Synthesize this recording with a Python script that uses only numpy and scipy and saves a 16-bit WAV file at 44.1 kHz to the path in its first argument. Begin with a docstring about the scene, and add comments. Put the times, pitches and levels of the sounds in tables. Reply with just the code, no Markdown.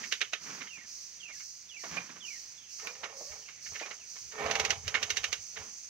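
"""On a country road a motorcycle's kick lever is nudged: ratchet teeth snap, a shoe scuffs, links knock.
In the first four seconds a bird repeats a falling whistle, another answers faintly; then gears groan.
Then one full kick: gears rattle, teeth snap in a row and the crank coasts in soft puffs, without firing.
Cicadas pulse throughout over a drone that grows near the end. Strikes, rattles and insects are shaped
noise; the lever's ring, the groan and the whistles are sines. Two microphones on a phone listen."""
import sys
import numpy as np
from scipy import signal
from scipy.fft import rfft, irfft, next_fast_len
from scipy.io import wavfile
from scipy.ndimage import uniform_filter1d

SR = 44100
rng = np.random.default_rng(int(sys.argv[2]) if len(sys.argv) > 2 else 0)


def bounce(signal):
    """Save signal as a 16-bit WAV file at the path given by the first command-line argument."""
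    frames = np.transpose(np.atleast_2d(signal))
    limited = np.clip(frames, -1, 1)
    pcm = np.round(limited * 32767).astype(np.int16)
    wavfile.write(sys.argv[1], SR, pcm)


N = 259749
T = np.arange(N) / SR  # time of every sample [s]

# crankcase resonances: (pitch [Hz], width before sharpening [Hz], strength before scaling [dB])
CASE = [(1110, 60, -11), (1280, 24, 2), (1480, 79, -28), (1790, 28, -30), (2207, 18, -13), (2557, 40, -27),
        (2800, 69, -5), (2970, 118, -5.5), (3070, 8.1, 6), (3219, 51, -28), (3400, 48, -16), (3790, 70, 4)]
# pushes that turn the gears, the loudest being the full kick:
# (start [s], rise [s], length [s], level before friction [dB])
PUSHES = [(2.787, 0.054, 0.097, -48.5), (2.934, 0.12, 0.19, -52), (3.213, 0.1, 0.18, -56),
          (3.68, 0.039, 0.11, -57), (3.846, 0.022, 0.06, -55), (4.298, 0.13, 0.43, -34),
          (4.808, 0.14, 0.54, -47), (5.52, 0.055, 0.09, -49.5)]
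# a clear tone goes only into the row that reaches both microphones: (share of the tone [0-1])
SHARED = np.array([[1], [0]])


def undb(db):
    """Turn decibels into gain."""
    return 10 ** (np.asarray(db) / 20)


def unit(x):
    """Scale to an average (rms) strength of 1."""
    return x / np.sqrt(np.mean(x ** 2))


def along(points, hz):
    """Read (Hz, value) points along a logarithmic pitch axis."""
    f, value = np.transpose(points)
    return np.interp(np.log(hz + 1), np.log(f), value)


def curve(rows, column=1):
    """Join the points of a table column by straight lines, at every sample."""
    rows = np.array(rows)
    return np.interp(T, rows[:, 0], rows[:, column])


def gesture(rows, fade=0.035):
    """Gain of a (time [s], level [dB]) curve that fades out beyond its ends."""
    first, last = rows[0][0], rows[-1][0]
    ends = np.interp(T, [first - fade, first, last, last + fade], [0, 1, 1, 0])
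    return undb(curve(rows)) * ends


def colour(x, db_of):
    """Filter to the gain db_of(Hz) with no sound ahead of its cause (minimum phase)."""
    size = next_fast_len(x.shape[-1] + 4096, True) // 2 * 2
    hz = np.arange(size // 2 + 1) * SR / size
    cepstrum = irfft(np.log(undb(db_of(hz))))
    # folding the second half onto the first puts the response after its cause
    cepstrum[1:size // 2] *= 2
    cepstrum[size // 2 + 1:] = 0
    return irfft(rfft(x, size) * np.exp(rfft(cepstrum)))[..., :x.shape[-1]]


def resonances(modes, hz, lift_db, sharpen):
    """Gain in dB where a body rings along; a higher sharpen makes the peaks narrower."""
    peaks = 0
    for f, width, db in modes:
        peaks = peaks + undb(db / 4) / (1 + (2 * sharpen * (hz - f) / width) ** 2)
    return lift_db * peaks


def walk(rate):
    """Random wander with a spread near 1, taking a new value `rate` times a second."""
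    count = int(N / SR * rate) + 2
    points = rng.standard_normal(count)
    return np.sqrt(3 / 2) * np.interp(T * rate, np.arange(count), points)


def hiss(spectrum):
    """Two separate rows of coloured noise."""
    return unit(colour(rng.standard_normal((2, N)), lambda hz: along(spectrum, hz)))


def grains(rate, scatter_db):
    """Dense tiny impacts of uneven size, at random moments."""
    hits = (rng.random(N) < rate / SR) * undb(scatter_db * rng.standard_normal(N))
    return hits * rng.standard_normal((2, N))


def add(out, sound, s):
    """Mix a sound in at time s [s], cutting what falls outside."""
    start = int(s * SR)
    first, last = max(start, 0), min(start + sound.shape[-1], N)
    out[:, first:last] += sound[:, first - start:last - start]


def blow(body, db_of, slide_db, slide_s, rise_s, crack_s, ring_db, ring_t60, repeat):
    """Metal slides, then strikes: a crack and a dense ring, partly the same each time."""
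    t = (np.arange(body.shape[1]) - body.shape[1] // 10) / SR  # the strike is a tenth of the way in
    after = np.maximum(t, 0)
    decay = np.exp(-after / crack_s) + undb(ring_db - 60 * after / ring_t60)
    strike = np.clip(t / rise_s, 0, 1) * decay
    slide = undb(slide_db) * (t > -slide_s) * (t < rise_s)
    repeat = np.clip(repeat, 0, 1)
    ring = np.sqrt(repeat) * body + np.sqrt(1 - repeat) * rng.standard_normal(body.shape)
    sound = colour(ring * (strike + slide), db_of)
    return sound / np.sqrt(np.sum(sound ** 2) / (SR / 100))  # the same energy for every blow


def strokes(rows, drag_db_per_s, release_s):
    """Strokes that gather speed, are slowed by friction and die away after their length."""
    gain = np.zeros(N)
    for s, rise_s, length_s, db in rows:
        t = T - s
        attack = np.clip(t / rise_s, 0, 1) ** 2
        release = np.exp(-np.maximum(t - length_s, 0) / release_s)
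        gain += attack * release * undb(db - drag_db_per_s * np.maximum(t - rise_s, 0))
    return gain


def ratchet(body):
    """Each tooth rides up its ramp and snaps down, ringing the crankcase."""
    # teeth snapping over: (time [s], level [dB], treble [dB], bass [dB])
    teeth = [(0.1221, -23, -6, -4.5), (0.2136, -22, -11, -2), (0.3327, -26, -8, 2.5),
             (4.5107, -25, -3.5, 7), (4.553, -24.5, -5.5, 1.5), (4.5968, -23, -1.5, 5),
             (4.649, -24.5, -2.5, 0), (4.704, -21, -3, -2), (4.878, -27.5, -2.5, 3),
             (5.0273, -24.5, -3, 2.5), (5.1021, -24, -2.5, 0), (5.1686, -24, -2, 0), (5.24, -24, -4, 1.5),
             (5.327, -24.5, -2, 0)]
    # broad colour of a snap: (pitch [Hz], level [dB])
    snap_colour = [(100, -39), (280, -22), (430, -5.5), (900, -14.5), (1400, -4.5), (2200, 3), (3100, -1.5),
                   (4200, -2), (5200, -0.5), (6200, 6), (7000, -6), (8200, -21), (10000, -25), (15000, -27)]
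    out = np.zeros((2, N))
    for s, db, treble_db, bass_db in teeth:
        tilt = [(800, bass_db), (1700, 0), (3200, 0), (5000, treble_db)]

        def tone(hz):
            return along(snap_colour, hz) + along(tilt, hz) + resonances(CASE, hz, lift_db=7.5, sharpen=1)

        snap = blow(body, tone, slide_db=-16.5, slide_s=0.0075, rise_s=0.0021, crack_s=0.006,
                    ring_db=-11.5, ring_t60=0.18, repeat=0.31)
        add(out, snap * undb(db), s - body.shape[1] / 10 / SR)
    return out


def gears():
    """Gear teeth and chain rattle the gearbox in uneven bursts while the lever drives the crank."""
    # broad colour of the churning: (pitch [Hz], level [dB])
    churn_colour = [(60, -18), (140, -7), (330, -11), (420, -6), (560, 0.5), (850, 2), (1150, 1.5),
                    (1650, -6), (2400, -2), (3200, -12), (4500, -15), (7000, -30), (10000, -37.5)]
    # gearbox resonances: (pitch [Hz], width before sharpening [Hz], strength before scaling [dB])
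    gearbox = [(239.5, 75, 8.5), (434, 170, 29.5), (438, 48, -34), (678, 40, 13), (797.6, 26, 22.5),
               (781, 11, -5), (1004, 24, -2), (1250, 47, -36), (1290, 14, 9), (1460, 20, -28),
               (1824, 17, 45), (2250, 49, 20)]
    rattle = unit(grains(rate=2000, scatter_db=1.5)) + 1.12 * rng.standard_normal((2, N))
    bursts = undb(2.6 * walk(110))

    def tone(hz):
        return along(churn_colour, hz) + resonances(gearbox, hz, lift_db=6.0, sharpen=2.03)

    churn = unit(colour(rattle * bursts, tone))
    return churn * strokes(PUSHES, drag_db_per_s=33, release_s=0.063)


def puffs(width_s=0.03):
    """Soft low puffs: one for every turn of the coasting crank, and a few more at uneven times."""
    # colour of a puff: (pitch [Hz], level [dB])
    puff_colour = [(25, -17), (45, -17), (68, 0), (100, -1), (135, -11.5), (200, -15.5), (400, -52.5)]
    # further low puffs of air: (time [s], level [dB])
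    further_puffs = [(1.93, -65), (3.32, -59.5), (3.722, -58), (4.261, -61.5), (4.868, -52), (5.61, -58)]
    spin_start_s, turn_s, turn_count = 4.457, 0.0812, 12
    turn_slowing = 0.0081  # each turn takes longer by this share of the first
    first_puff_db, hold_s, fade_db_per_s = -52, 0.39, 19  # puffs fade once the crank has lost its swing
    turn = np.arange(turn_count)
    since = turn_s * turn * (1 + turn_slowing * turn / 2)
    levels = first_puff_db - fade_db_per_s * np.maximum(since - hold_s, 0)
    gain = np.zeros(N)
    for s, db in [*zip(spin_start_s + since, levels), *further_puffs]:
        gain += undb(db) * np.exp(-((T - s) / width_s) ** 2)
    return hiss(puff_colour) * gain


def whine():
    """Slowly meshing gears groan on one unsteady note, their teeth smearing it."""
    # the groan as the engine is eased over: (time [s], pitch [Hz], level [dB])
    groan = [(2.87, 468, -72), (2.9, 482, -56), (2.96, 508, -70), (3.03, 539, -58), (3.12, 542, -57.5),
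             (3.25, 545.6, -56), (3.34, 626, -60.5), (3.39, 575, -73)]
    # overtones of the note: (multiple of the pitch [1], level [dB])
    mesh = [(1, 2), (2, -10), (4, -13)]
    phase = 2 * np.pi * np.cumsum(curve(groan)) / SR
    note = 0
    for k, db in mesh:
        smear = 1 + .5 * (walk(150) + 1j * walk(150))  # wanders in loudness and phase
        note = note + undb(db) * np.imag(smear * np.exp(1j * k * phase))
    return SHARED * note * gesture([(s, db) for s, _, db in groan])


def ticks():
    """The loose linkage ticks faintly at random moments of each push; rows like those of the knocks."""
    per_s, level_db, scatter_db, bass_db, contact_s = 9, -50, 4.5, -15, 0.0093
    rows = []
    for s, _, length_s, _ in PUSHES:
        for place, size in rng.uniform(0, 1, (8, 2))[:round(per_s * length_s)]:
            db = level_db + scatter_db * (2 * size - 1)
            rows.append((s + place * length_s, db, bass_db, contact_s))
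    return rows


def linkage(body, corner_hz=3000, slope_db=14):
    """Duller knocks into the same case; a longer contact rises more slowly and loses treble."""
    # slack in the lever and gears knocking home: (time [s], level [dB], bass [dB], contact time [s])
    knocks = [(0.036, -34.5, -29, 0.0064), (0.611, -36.5, -15, 0.013), (0.67, -42.5, -14, 0.0056),
              (1.29, -47.5, 2.5, 0.024), (1.403, -46, -14, 0.005), (1.84, -37, 10, 0.0068),
              (1.967, -33, 6.5, 0.0068), (2.795, -44, -8, 0.007), (2.871, -36.5, 1, 0.001),
              (3.037, -31, 1.5, 0.0077), (3.209, -42.5, 34, 0.0036), (3.486, -42.5, -8, 0.0043),
              (3.663, -41, -15, 0.0036), (3.755, -35.5, -12, 0.0098), (3.798, -36, -24, 0.004),
              (3.813, -35, 12.5, 0.0016), (3.859, -38.5, 3.5, 0.0026), (3.91, -36, 0.5, 0.003),
              (4.161, -46, 2, 0.0079), (4.32, -43.5, -5, 0.0045), (4.461, -28, 10, 0.004),
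              (4.9463, -20, -5.5, 0.0094), (5.565, -36.5, -20, 0.014)]
    # broad colour of a knock: (pitch [Hz], level [dB])
    knock_colour = [(120, -32), (300, -11), (480, -2.5), (1000, -2), (1400, -1.5), (2200, 3.5),
                    (2900, -8.5), (3500, -7), (4500, -4), (6500, -1.5), (9000, -37), (15000, -34)]
    out = np.zeros((2, N))
    for s, db, bass_db, contact_s in knocks + ticks():
        tilt = [(700, bass_db), (1800, 0.004)]

        def tone(hz):
            # the treble slopes down per octave above the corner, for more octaves after a longer contact
            octaves = np.clip(np.log2((hz + 1) / corner_hz), 0, contact_s / 0.014)
            case = resonances(CASE, hz, lift_db=8.0, sharpen=0.49)
            return along(knock_colour, hz) + along(tilt, hz) - slope_db * octaves + case

        knock = blow(body, tone, slide_db=-1.0, slide_s=0.0049, rise_s=contact_s, crack_s=0.016,
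                     ring_db=-0.5, ring_t60=0.15, repeat=0.28)
        add(out, knock * undb(db), s - body.shape[1] / 10 / SR)
    return out


def lever():
    """The steel lever rings in several pitches at once, chattering on its loose pivot."""
    # the lever meets its stop: (time [s], level [dB])
    stops = [(1.97, -32.5), (2.872, -39), (3.826, -39.5)]
    # ways the lever rings: (pitch [Hz], level [dB], time to fall by 60 dB [s])
    modes = [(2392, -2, .16), (2416, -3, .18), (2520, -9, .13), (1610, -15, .16), (4700, -22, .12)]
    out, t = np.zeros((2, N)), np.arange(SR // 2) / SR
    for s, db in stops:
        ring = 0
        for hz, mode_db, t60 in modes:
            phase = rng.uniform(0, 2 * np.pi, (2, 1))
            ring = ring + undb(mode_db - 60 * t / t60) * np.sin(2 * np.pi * hz * t + phase)
        chatter = undb(3 * walk(220)[:len(t)])
        add(out, ring * chatter * undb(db), s)
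    return out


def shoe():
    """The sole sticks and slips on the lever in lumpy steps."""
    # colour of the rubbing: (pitch [Hz], level [dB])
    sole = [(60, -29), (110, -9.5), (170, 7.5), (260, 3), (420, -2), (620, -5), (1100, 1), (2300, 1),
            (3800, -9), (6000, -21), (10000, -49)]
    # the shoe scuffs: (start [s], rise [s], length [s], level before friction [dB])
    scuffs = [(-0.02, 0.017, 0.12, -54.5), (0.37, 0.097, 0.27, -46.5), (0.755, 0.02, 0.025, -58.5),
              (1.83, 0.043, 0.05, -55), (1.865, 0.067, 0.37, -46.5), (5.56, 0.04, 0.084, -54)]
    rub = unit(colour(grains(rate=6000, scatter_db=1.5), lambda hz: along(sole, hz)))
    lumps = undb(2.8 * walk(60))
    return rub * lumps * strokes(scuffs, drag_db_per_s=47, release_s=0.072)


def birds(step_hz=38, step_depth=0.044, flutter_db=5, waver=0.016, patchy_db=3.0, echo_t60=0.44):
    """Whistles that fall in small wavering steps, with an echo from the trees made of fading noise."""
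    # calls; the faint higher one is another bird, farther off:
    # (time [s], length [s], pitch ratio [1], level [dB], echo relative to the call [dB])
    calls = [(0.666, 0.205, 0.95, -49, -8.5), (1.19, 0.195, 0.97, -47, -7.5), (1.68, 0.16, 1.017, -46, -7),
             (2.197, 0.195, 1, -44, -9.5), (2.549, 0.25, 1.1, -71.5, 10.5), (3.392, 0.25, 0.94, -64.5, 4.5),
             (3.964, 0.13, 1, -60, -6)]
    # a quick dip from above and a straight fall, before each call's pitch ratio
    start_hz, end_hz, dip_hz, dip_s = 3340, 1676, 710, 0.013
    # it swells, holds for a share of its length, and trails off
    attack_s, hold_share, trail_db = 0.034, 0.61, -17.5
    direct, scattered = np.zeros((2, 1, N))
    for s, length, ratio, db, echo_db in calls:
        t = np.arange(int(length * SR)) / SR
        share = t / length
        fall = start_hz + (end_hz - start_hz) * share + dip_hz * np.exp(-t / dip_s)
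        trail = undb(np.interp(share, [hold_share, 1], [0, trail_db]))
        envelope = np.minimum(t / attack_s, 1) * trail
        # within a step the fall is held back, then the pitch drops; each step starts a little louder
        stair = uniform_filter1d((t * step_hz + rng.random()) % 1 - .5, size=130)
        wobble, patches = walk(260)[:len(t)], walk(110)[:len(t)]
        hz = ratio * fall * (1 + waver * wobble + step_depth * stair * (1 + 2 * share))
        gain = envelope * undb(db - flutter_db * stair + patchy_db * patches)
        gain = gain * signal.windows.tukey(len(t), .1)
        call = (gain * np.sin(2 * np.pi * np.cumsum(hz) / SR))[None]
        add(direct, call, s)
        add(scattered, call * undb(echo_db), s)
    t = np.arange(SR // 2) / SR
    trees = rng.standard_normal((2, len(t))) * undb(-60 * t / echo_t60)
    trees /= np.sqrt(np.sum(trees ** 2) / 2)
    return SHARED * direct + signal.fftconvolve(scattered, trees)[:, :N]


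def cicadas():
    """A chorus swells about twice a second over a steady drone; the tymbals make it flutter."""
    # colours of the swells and of the drone: (pitch [Hz], level [dB])
    song_colour = [(3400, -43), (4000, -16.5), (4500, -6.5), (5200, -5.5), (5800, 0), (6300, -1.5),
                   (6800, -7.5), (7500, -18.5), (9000, -25.5), (10500, -43), (12500, -30), (15000, -27.5)]
    drone_colour = [(3500, -41), (4500, -11.5), (5500, -8), (6000, -1.5), (6400, 0), (6900, -11.5),
                    (7600, -19.5), (9000, -26), (10500, -43.5), (15000, -31)]
    # the drone takes over late: (time [s], swell level [dB], drone level [dB])
    chorus = [(0, -47, -55), (1.2, -47.5, -54.5), (3.6, -46, -54.5), (4.3, -50, -49.5), (5.0, -67, -49.5),
              (5.5, -53, -49.5), (5.89, -58, -48.5)]
    first_s, period_s = -0.068, 0.458
    attack_s, hold_s, release_db_per_s = 0.046, 0.17, 58  # hold counts from the start of the swell

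    def swell(t):
        return np.minimum(t / attack_s, 1) * undb(-release_db_per_s * np.maximum(t - hold_s, 0))

    age = (T - first_s) % period_s
    swells = np.hypot(swell(age), swell(age + period_s))  # each overlaps the tail of the one before
    song = hiss(song_colour) * swells * undb(curve(chorus) + 0.19 * walk(160))
    drone = hiss(drone_colour) * undb(curve(chorus, column=2) + 1.4 * walk(73))
    return song + drone


def air():
    """Air and distant bird chatter: coloured noise whose level wanders slowly."""
    # colour of this background: (pitch [Hz], level [dB])
    air_colour = [(20, -69), (40, -6.5), (70, -2.5), (130, 0), (250, -6.5), (450, -8), (900, -8),
                  (1500, -6), (2400, 0.5), (3400, -5), (5200, -4.5), (8800, -81)]
    wander = undb(1.5 * walk(6))
    return hiss(air_colour) * wander * undb(-61.0)


def microphones(pair, pan):
    """Row 0 reaches both microphones, row 1 only the left; level, delay and likeness vary with pitch."""
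    # how alike the two microphones hear: (pitch [Hz], likeness [0-1])
    likeness = [(60, .15), (140, .75), (280, .97), (700, .94), (1300, .78), (2500, .72), (6000, .42),
                (10000, .1)]
    # how far the left one lags: (pitch [Hz], phase [radians])
    lag = [(60, 0.1), (250, 0.76), (550, 0.75), (1000, 1.22), (2200, 1.05), (6000, 1.15), (12000, 3.8)]
    size = next_fast_len(N, True)
    hz = np.arange(size // 2 + 1) * SR / size
    right, other = rfft(pair, size)
    alike = np.clip(along(likeness, hz), 0, 1)
    shade = undb(along(pan, hz))
    left = (alike * right + np.sqrt(1 - alike ** 2) * other) * shade * np.exp(-1j * along(lag, hz))
    balance = 2 / np.sqrt(1 + shade ** 2 + 2 * alike * shade)  # evens out the level, leaving the lag aside
    return irfft(np.array([left, right]) * balance, size)[:, :N]


def scene():
    """The bike close by, the countryside around it."""
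    # left against right, for the bike and for the surroundings: (pitch [Hz], left minus right [dB])
    bike_pan = [(60, 2), (200, 0.6), (400, -.5), (700, -3), (1290, -9), (2400, -9.5), (4400, -9.5),
                (8000, -8.5), (15000, -18)]
    field_pan = [(100, -1.5), (600, 2.5), (1500, -6.5), (3000, -9.5), (5000, -6.5), (6500, -6), (9000, -5),
                 (14000, -17.5)]
    body = rng.standard_normal((2, SR // 4))  # the part of the ring that every blow has in common
    bike = ratchet(body) + gears() + puffs() + whine() + linkage(body) + lever() + shoe()
    field = birds() + cicadas() + air()
    return microphones(bike, bike_pan) + microphones(field, field_pan)


def record(dry):
    """The phone cuts the top: a steep filter removes what lies above 15750 Hz."""
    top_hz = 15750
    return signal.sosfilt(signal.ellip(10, .2, 70, top_hz, fs=SR, output="sos"), dry)


dry = scene()
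out = record(dry)
bounce(out)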